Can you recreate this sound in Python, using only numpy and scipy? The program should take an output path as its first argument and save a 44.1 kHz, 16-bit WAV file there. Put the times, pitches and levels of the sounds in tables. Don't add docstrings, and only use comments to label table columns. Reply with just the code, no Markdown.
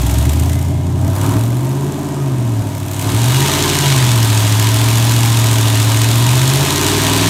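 import sys
import numpy as np
from scipy import signal
from scipy.fft import rfft, irfft
from scipy.io import wavfile
from scipy.ndimage import uniform_filter1d

SR = 44100
rng = np.random.default_rng(int(sys.argv[2]) if len(sys.argv) > 2 else 0)


def generate_wav(sig):
    pcm = np.round(np.clip(np.atleast_2d(sig).T, -1, 1) * 32767).astype(np.int16)
    wavfile.write(sys.argv[1], SR, pcm)


def elevation(decibels):
    levels = np.asarray(decibels, float)
    return 10 ** (levels / 20)


N = 321489
HZ = np.arange(N // 2 + 1) * SR / N
TIME = np.arange(N) / SR

# t/s, firing rate/Hz
CRANK_SPEED = [(-.398, 34.58), (.182, 71.21), (.512, 84.67), (1.092, 90.37), (1.722, 137.17),
               (2.082, 149.81), (2.682, 97.54), (3.022, 96.2), (3.542, 153.7), (3.762, 148.12),
               (4.162, 112.55), (4.412, 105.48), (5.092, 117.14), (5.862, 108.99), (6.142, 114.33),
               (6.602, 141.19), (7.062, 163.72), (7.702, 178.1)]
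# t/s, jet level/dB
THROTTLE_FLOW = [(0, -28), (.14, -27.5), (.45, -30.5), (.8, -38.5), (.95, -38), (1.25, -29.5), (1.37, -31),
                 (1.5, -34.5), (2.0, -36), (2.4, -37), (2.85, -34), (3.05, -26.5), (3.4, -19), (3.9, -18),
                 (4.15, -20.5), (6.1, -20.5), (6.8, -18.5), (7.29, -17.5)]
# lope share (sign = bank), extra path/ms, jet level/dB
CYLINDERS = [(.22, .03, 1.2), (-1.6, -.3, -14), (.62, .33, -3), (.55, 0.0, -1), (-1.3, -.5, -15),
             (.7, .17, -3), (-1.3, -.32, -11), (-1.4, .48, -16)]
# firing rate/Hz, thump level/dB, lope level/dB
SHOP_ANSWER = [(60, -14.5, -21), (77, -10, -20), (92.5, -16, -20.5), (98.9, -21.5, -26),
               (111, -15.5, -15.5), (104.6, -11.5, -23), (129, -11, -21), (135.3, -11, -23),
               (143, -12.5, -18.5), (138, -13.5, -23), (156, -30, -18), (169, -19, -18)]
# f/Hz, lag/firing gaps
THUMP_LAG = [(60, -.5), (85, -.11), (100, 0.0), (113, .28), (130, .55), (145, .9), (168, 1.85)]
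# f/Hz, width/Hz, level/dB
BOOM_MODES = [(68.4, 33, -7.5), (112.2, 17.5, 5.5), (140.6, 10.3, 3), (154, 14, -7), (179.7, 20.2, -4),
              (211.3, 3.2, -7), (275, 32.3, -4), (308, 16, -8), (347, 18.6, -10), (407.6, 17, -10.5)]
# f/Hz, width/Hz, level/dB
SHARED_MODES = [(226, 14, -9), (251.6, 28, -11.5), (422.4, 8.2, -13.5)]
# f/Hz, width/Hz, level/dB
SHEET_MODES = [(490, 95, -8.5), (568, 19, -3), (606, 39, -6), (645, 19.3, 2.5), (718, 43, -4),
               (812, 12.4, -0.5), (866, 21, -1), (934, 20, 1.5), (954, 3.5, 4.5), (980, 11, 2.5),
               (1052, 29, -0.5), (1168, 54, -4.5), (1224, 39, -3.5), (1244.5, 16, 0), (1341, 29, -6),
               (1433, 74, -10.5), (1552, 157, -9.5)]
# f/Hz, width/Hz, level/dB
COOL_MODES = [(589, 35, 1.5), (785, 30, 3)]
# f/Hz, density level/dB per Hz
JET_COLOUR = [(760, -20), (1300, -6), (1590, -1.5), (2040, -2.5), (2290, -1), (2730, -2.5), (3260, 0.5),
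              (3980, -1), (4850, -5), (6990, -3.5), (8620, -6), (10300, -11), (12700, -11), (15200, -16.5),
              (15800, -22)]
# f/Hz, width/Hz, level/dB
PANEL_MODES = [(2560, 20, -0.5), (2480, 64, -12), (2871, 13, 3), (3150, 18, -12)]
JET_EDGES_HZ = [1200, 2800, 5200, 7800, 10400, 13000, 17000]
# t/s, f/Hz, level/dB
BELT_SQUEAL = [
    (.4, 1970, -82),
    (.5, 2030, -43),
    (.68, 2100, -49),
    (.85, 2160, -50),
]

FIRST_FIRING = 3.858
FLYWHEEL_S = .28
FULL_LOAD_DB = -20
THUMP_PER_LOAD, LOPE_PER_LOAD, BARK_PER_LOAD = 0.25, 0.078, 0.42
BARK_DB, BARK_DB_PER_HZ = -25, 0.0321
BLIP_S, BLIP_LENGTH_S, BLIP_BARK_DB = 1.18, 0.19, 4.5
GEAR_ORDER, GEAR_DB = 7, -28.5
HOWL_ORDER = 21 / 8
HOWL_DB, HOWL_DB_PER_HZ = -38.5, 0.2563
TOP_HZ = 15870


def crank():
    span = int(FLYWHEEL_S * SR)
    t_s = np.arange(-span, N + span) / SR
    hz = np.interp(t_s, *np.transpose(CRANK_SPEED))
    return uniform_filter1d(uniform_filter1d(hz, span), span)[span:-span]


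def firings(phase, size, path_ms):
    count = np.arange(np.ceil(phase[0]), phase[-1] - 1).astype(int)
    at = np.interp(count, phase, np.arange(N)) + path_ms[count] * SR / 1000
    whole = at.astype(int)
    pulses = np.zeros(N)
    pulses[whole] = size[count] * (1 - at + whole)
    pulses[whole + 1] = size[count] * (at - whole)
    return pulses


def puffs(phase, size, width):
    nearest = np.round(phase).astype(int)
    return size[nearest] * np.exp(-((phase - nearest) / width) ** 2)


def thump(phase, hz, chance):
    wobble = uniform_filter1d(chance[phase.astype(int)], 800)
    lag = np.interp(hz, *np.transpose(THUMP_LAG))
    return np.sqrt(2) * elevation(.8 * wobble) * np.cos(2 * np.pi * (phase - lag))


def lope(phase, hz, push, path_ms, chance, idle):
    slow = np.clip((108 - hz) / 25, 0, 1)
    near = firings(phase, push * (push > 0), path_ms)
    far = firings(phase, push * (push < 0), path_ms)
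    echoes = sum(shop(bank, t60_s=.35, treble_t60_s=.2, wet_db=-3) - bank for bank in (near, far))
    blows = (near + far + through(echoes, band(160, 760))) / np.std(near + far)
    shared = through(unit(firings(phase, np.ones_like(push), path_ms)), modes(SHARED_MODES))
    misfire = unit(firings(phase, chance, path_ms)) * (.1 + .35 * slow)
    swirl = through(rng.standard_normal(N), band(190, 700)) * (.22 + .3 * slow)
    boom = modes(BOOM_MODES) * band(52, 540) * band(40, 480)
    sound = through(blows + misfire + swirl, boom) + shared

    deep = through(sound, band(20, 155))
    top = through(sound, band(385, 700))
    deep_gain = elevation(-.13 * (hz - 71.5) * idle)
    top_gain = elevation(0.14 * (hz - 103) - 9.2 * idle)
    sound = sound + (deep_gain - 1) * deep + (top_gain - 1) * top

    upper = through(sound, band(153.4, 620))
    level = uniform_filter1d(np.abs(upper), SR // 4)
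    return sound * uniform_filter1d(np.abs(steady(upper)), SR // 4) / level


def bark(phase, hz, push, path_ms, jet_db, chance, idle):
    blows = unit(firings(phase, push * elevation(2.5 * chance), path_ms))
    even = unit(firings(phase, np.ones_like(push), path_ms))
    puff = (.5 + puffs(phase, elevation(.5 * jet_db), width=0.37)) * rng.standard_normal(N)
    gear = np.cos(2 * np.pi * GEAR_ORDER * phase)
    drive = 0.5 * blows + 0.27 * even + elevation(GEAR_DB) * gear + unit(puff)
    rung = through(drive, modes(SHEET_MODES) * band(454, 2000))
    cool = np.clip((96 - hz) / 9, 0, 1)
    rung = rung + cool * through(rung, np.abs(modes(COOL_MODES)))
    return steady(rung - 0.79 * idle * through(rung, 1 - band(630, 550)))


def jets(phase, rate, jet_db, chance, load_db, idle):
    hz, db = np.transpose(JET_COLOUR)
    colour = elevation(np.interp(np.log(HZ + 1), np.log(hz), db)) * np.abs(1 + modes(PANEL_MODES))
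    choked = elevation(-1.8 * np.clip(-32.5 - load_db, 0, 6))
    # roar under load, extra roar at idle, dB gained per dB of load
    bands = [(0.69, 0.19, 0.27), (1.0, -0.34, 0.29), (0.52, 0.04, 0.21),
             (0.49, -0.29, -0.26), (0.57, -0.32, -0.3), (0.31, -0.1, -0.39)]
    out = 0
    for k, (bed, idle_bed, thin) in enumerate(bands):
        spread_db = np.minimum(2.4 * chance[0] + 3.6 * chance[k + 1], 5.)
        crack = choked * puffs(phase, elevation(jet_db + spread_db), width=.28)
        flow = (bed + idle_bed * idle + crack) * rng.standard_normal(N)
        part = through(unit(flow), colour * band(*JET_EDGES_HZ[k:k + 2]))
        treble = max(k - 2, 0)
        gain = elevation(thin * (load_db + 18) - 0.0051 * treble * (rate - 110))
        out = out + gain * choked ** (0.22 * treble) * part
    return steady(out)


def howl(phase, hz, idle):
    return elevation(HOWL_DB + HOWL_DB_PER_HZ * (hz - 111)) * idle * np.cos(2 * np.pi * HOWL_ORDER * phase)


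def whine():
    t_s, hz, db = np.transpose(BELT_SQUEAL)
    tone = np.sin(2 * np.pi * np.cumsum(np.interp(TIME, t_s, hz)) / SR)
    return elevation(np.interp(TIME, t_s, db, left=-120, right=-120)) * tone


def rumble():
    return unit(through(rng.standard_normal(N), band(28, 52)))


def shop(x, t60_s, treble_t60_s, wet_db):
    age_s = TIME[:SR]
    low, high = (rng.standard_normal(SR) * np.exp(-np.log(1000) * age_s / t60) * (age_s > .006)
                 for t60 in (t60_s, treble_t60_s))
    dull = 1 / (1 + (HZ / 4000) ** 2)
    tail = rfft(low, N) * dull + rfft(high, N) * (1 - dull)
    echoes = elevation(wet_db) * irfft(tail, N)[:SR] / np.sqrt(np.sum(low ** 2))
    already = np.r_[x[SR:0:-1], x]
    return x + signal.fftconvolve(already, echoes)[SR:SR + N]


def modes(table):
    response = 0
    for k, (f, w, db) in enumerate(table):
        response = response + (-1) ** k * elevation(db) * 1j * w * HZ / (f ** 2 - HZ ** 2 + 1j * w * HZ)
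    return response


def band(lo_hz, hi_hz):
    return 1 / np.sqrt((1 + (lo_hz / (HZ + 1)) ** 8) * (1 + (HZ / hi_hz) ** 8))


def through(x, response):
    return irfft(rfft(x) * response, N)


def unit(x):
    return x / np.sqrt(np.mean(x ** 2))


def steady(x, hold_s=0.32):
    span = int(hold_s * SR)
    return x / np.sqrt(uniform_filter1d(uniform_filter1d(x ** 2, span), span))


def scene():
    hz = crank()
    phase = FIRST_FIRING + np.cumsum(hz) / SR
    gas_db = np.interp(TIME, *np.transpose(THROTTLE_FLOW))
    load_db = gas_db - FULL_LOAD_DB
    idle = np.clip((-21 - gas_db) / 12, 0, 1)
    blip_db = BLIP_BARK_DB * np.exp(-((TIME - BLIP_S) / BLIP_LENGTH_S) ** 2)

    rate, thump_db, lope_db = np.transpose(SHOP_ANSWER)
    thump_db = np.interp(hz, rate, thump_db) + THUMP_PER_LOAD * load_db + 1.3 * blip_db
    lope_db = np.interp(hz, rate, lope_db) + LOPE_PER_LOAD * load_db + 0.87 * blip_db - 0.34
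    bark_db = BARK_DB + BARK_PER_LOAD * load_db + BARK_DB_PER_HZ * (hz - 110) + blip_db

    chance = rng.standard_normal((int(phase[-1]) + 2, 10)).T
    push, path_ms, jet_db = np.array(CYLINDERS)[np.arange(chance.shape[1]) % 8].T

    low = elevation(thump_db) * thump(phase, hz, chance[8])
    low = low + elevation(lope_db) * lope(phase, hz, push, path_ms, chance[9], idle)
    low = low + howl(phase, hz, idle)
    middle = elevation(bark_db) * bark(phase, hz, push, path_ms, jet_db, chance[7], idle)
    high = elevation(gas_db) * jets(phase, hz, jet_db, chance, gas_db, idle)
    high = shop(high + whine(), t60_s=.7, treble_t60_s=.35, wet_db=-4)
    return (low + middle + high + elevation(gas_db - 26) * rumble())[None]


def band_limit(x):
    return signal.sosfilt(signal.butter(12, 15960, fs=SR, output="sos"), x)


def record(dry):
    ceiling = .74
    rounded = dry / (1 + np.abs(dry / ceiling) ** 4) ** .25
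    mix = through(rounded, 1 / (1 + (HZ / TOP_HZ) ** 200))
    return band_limit(mix)


dry = scene()
out = record(dry)
generate_wav(out)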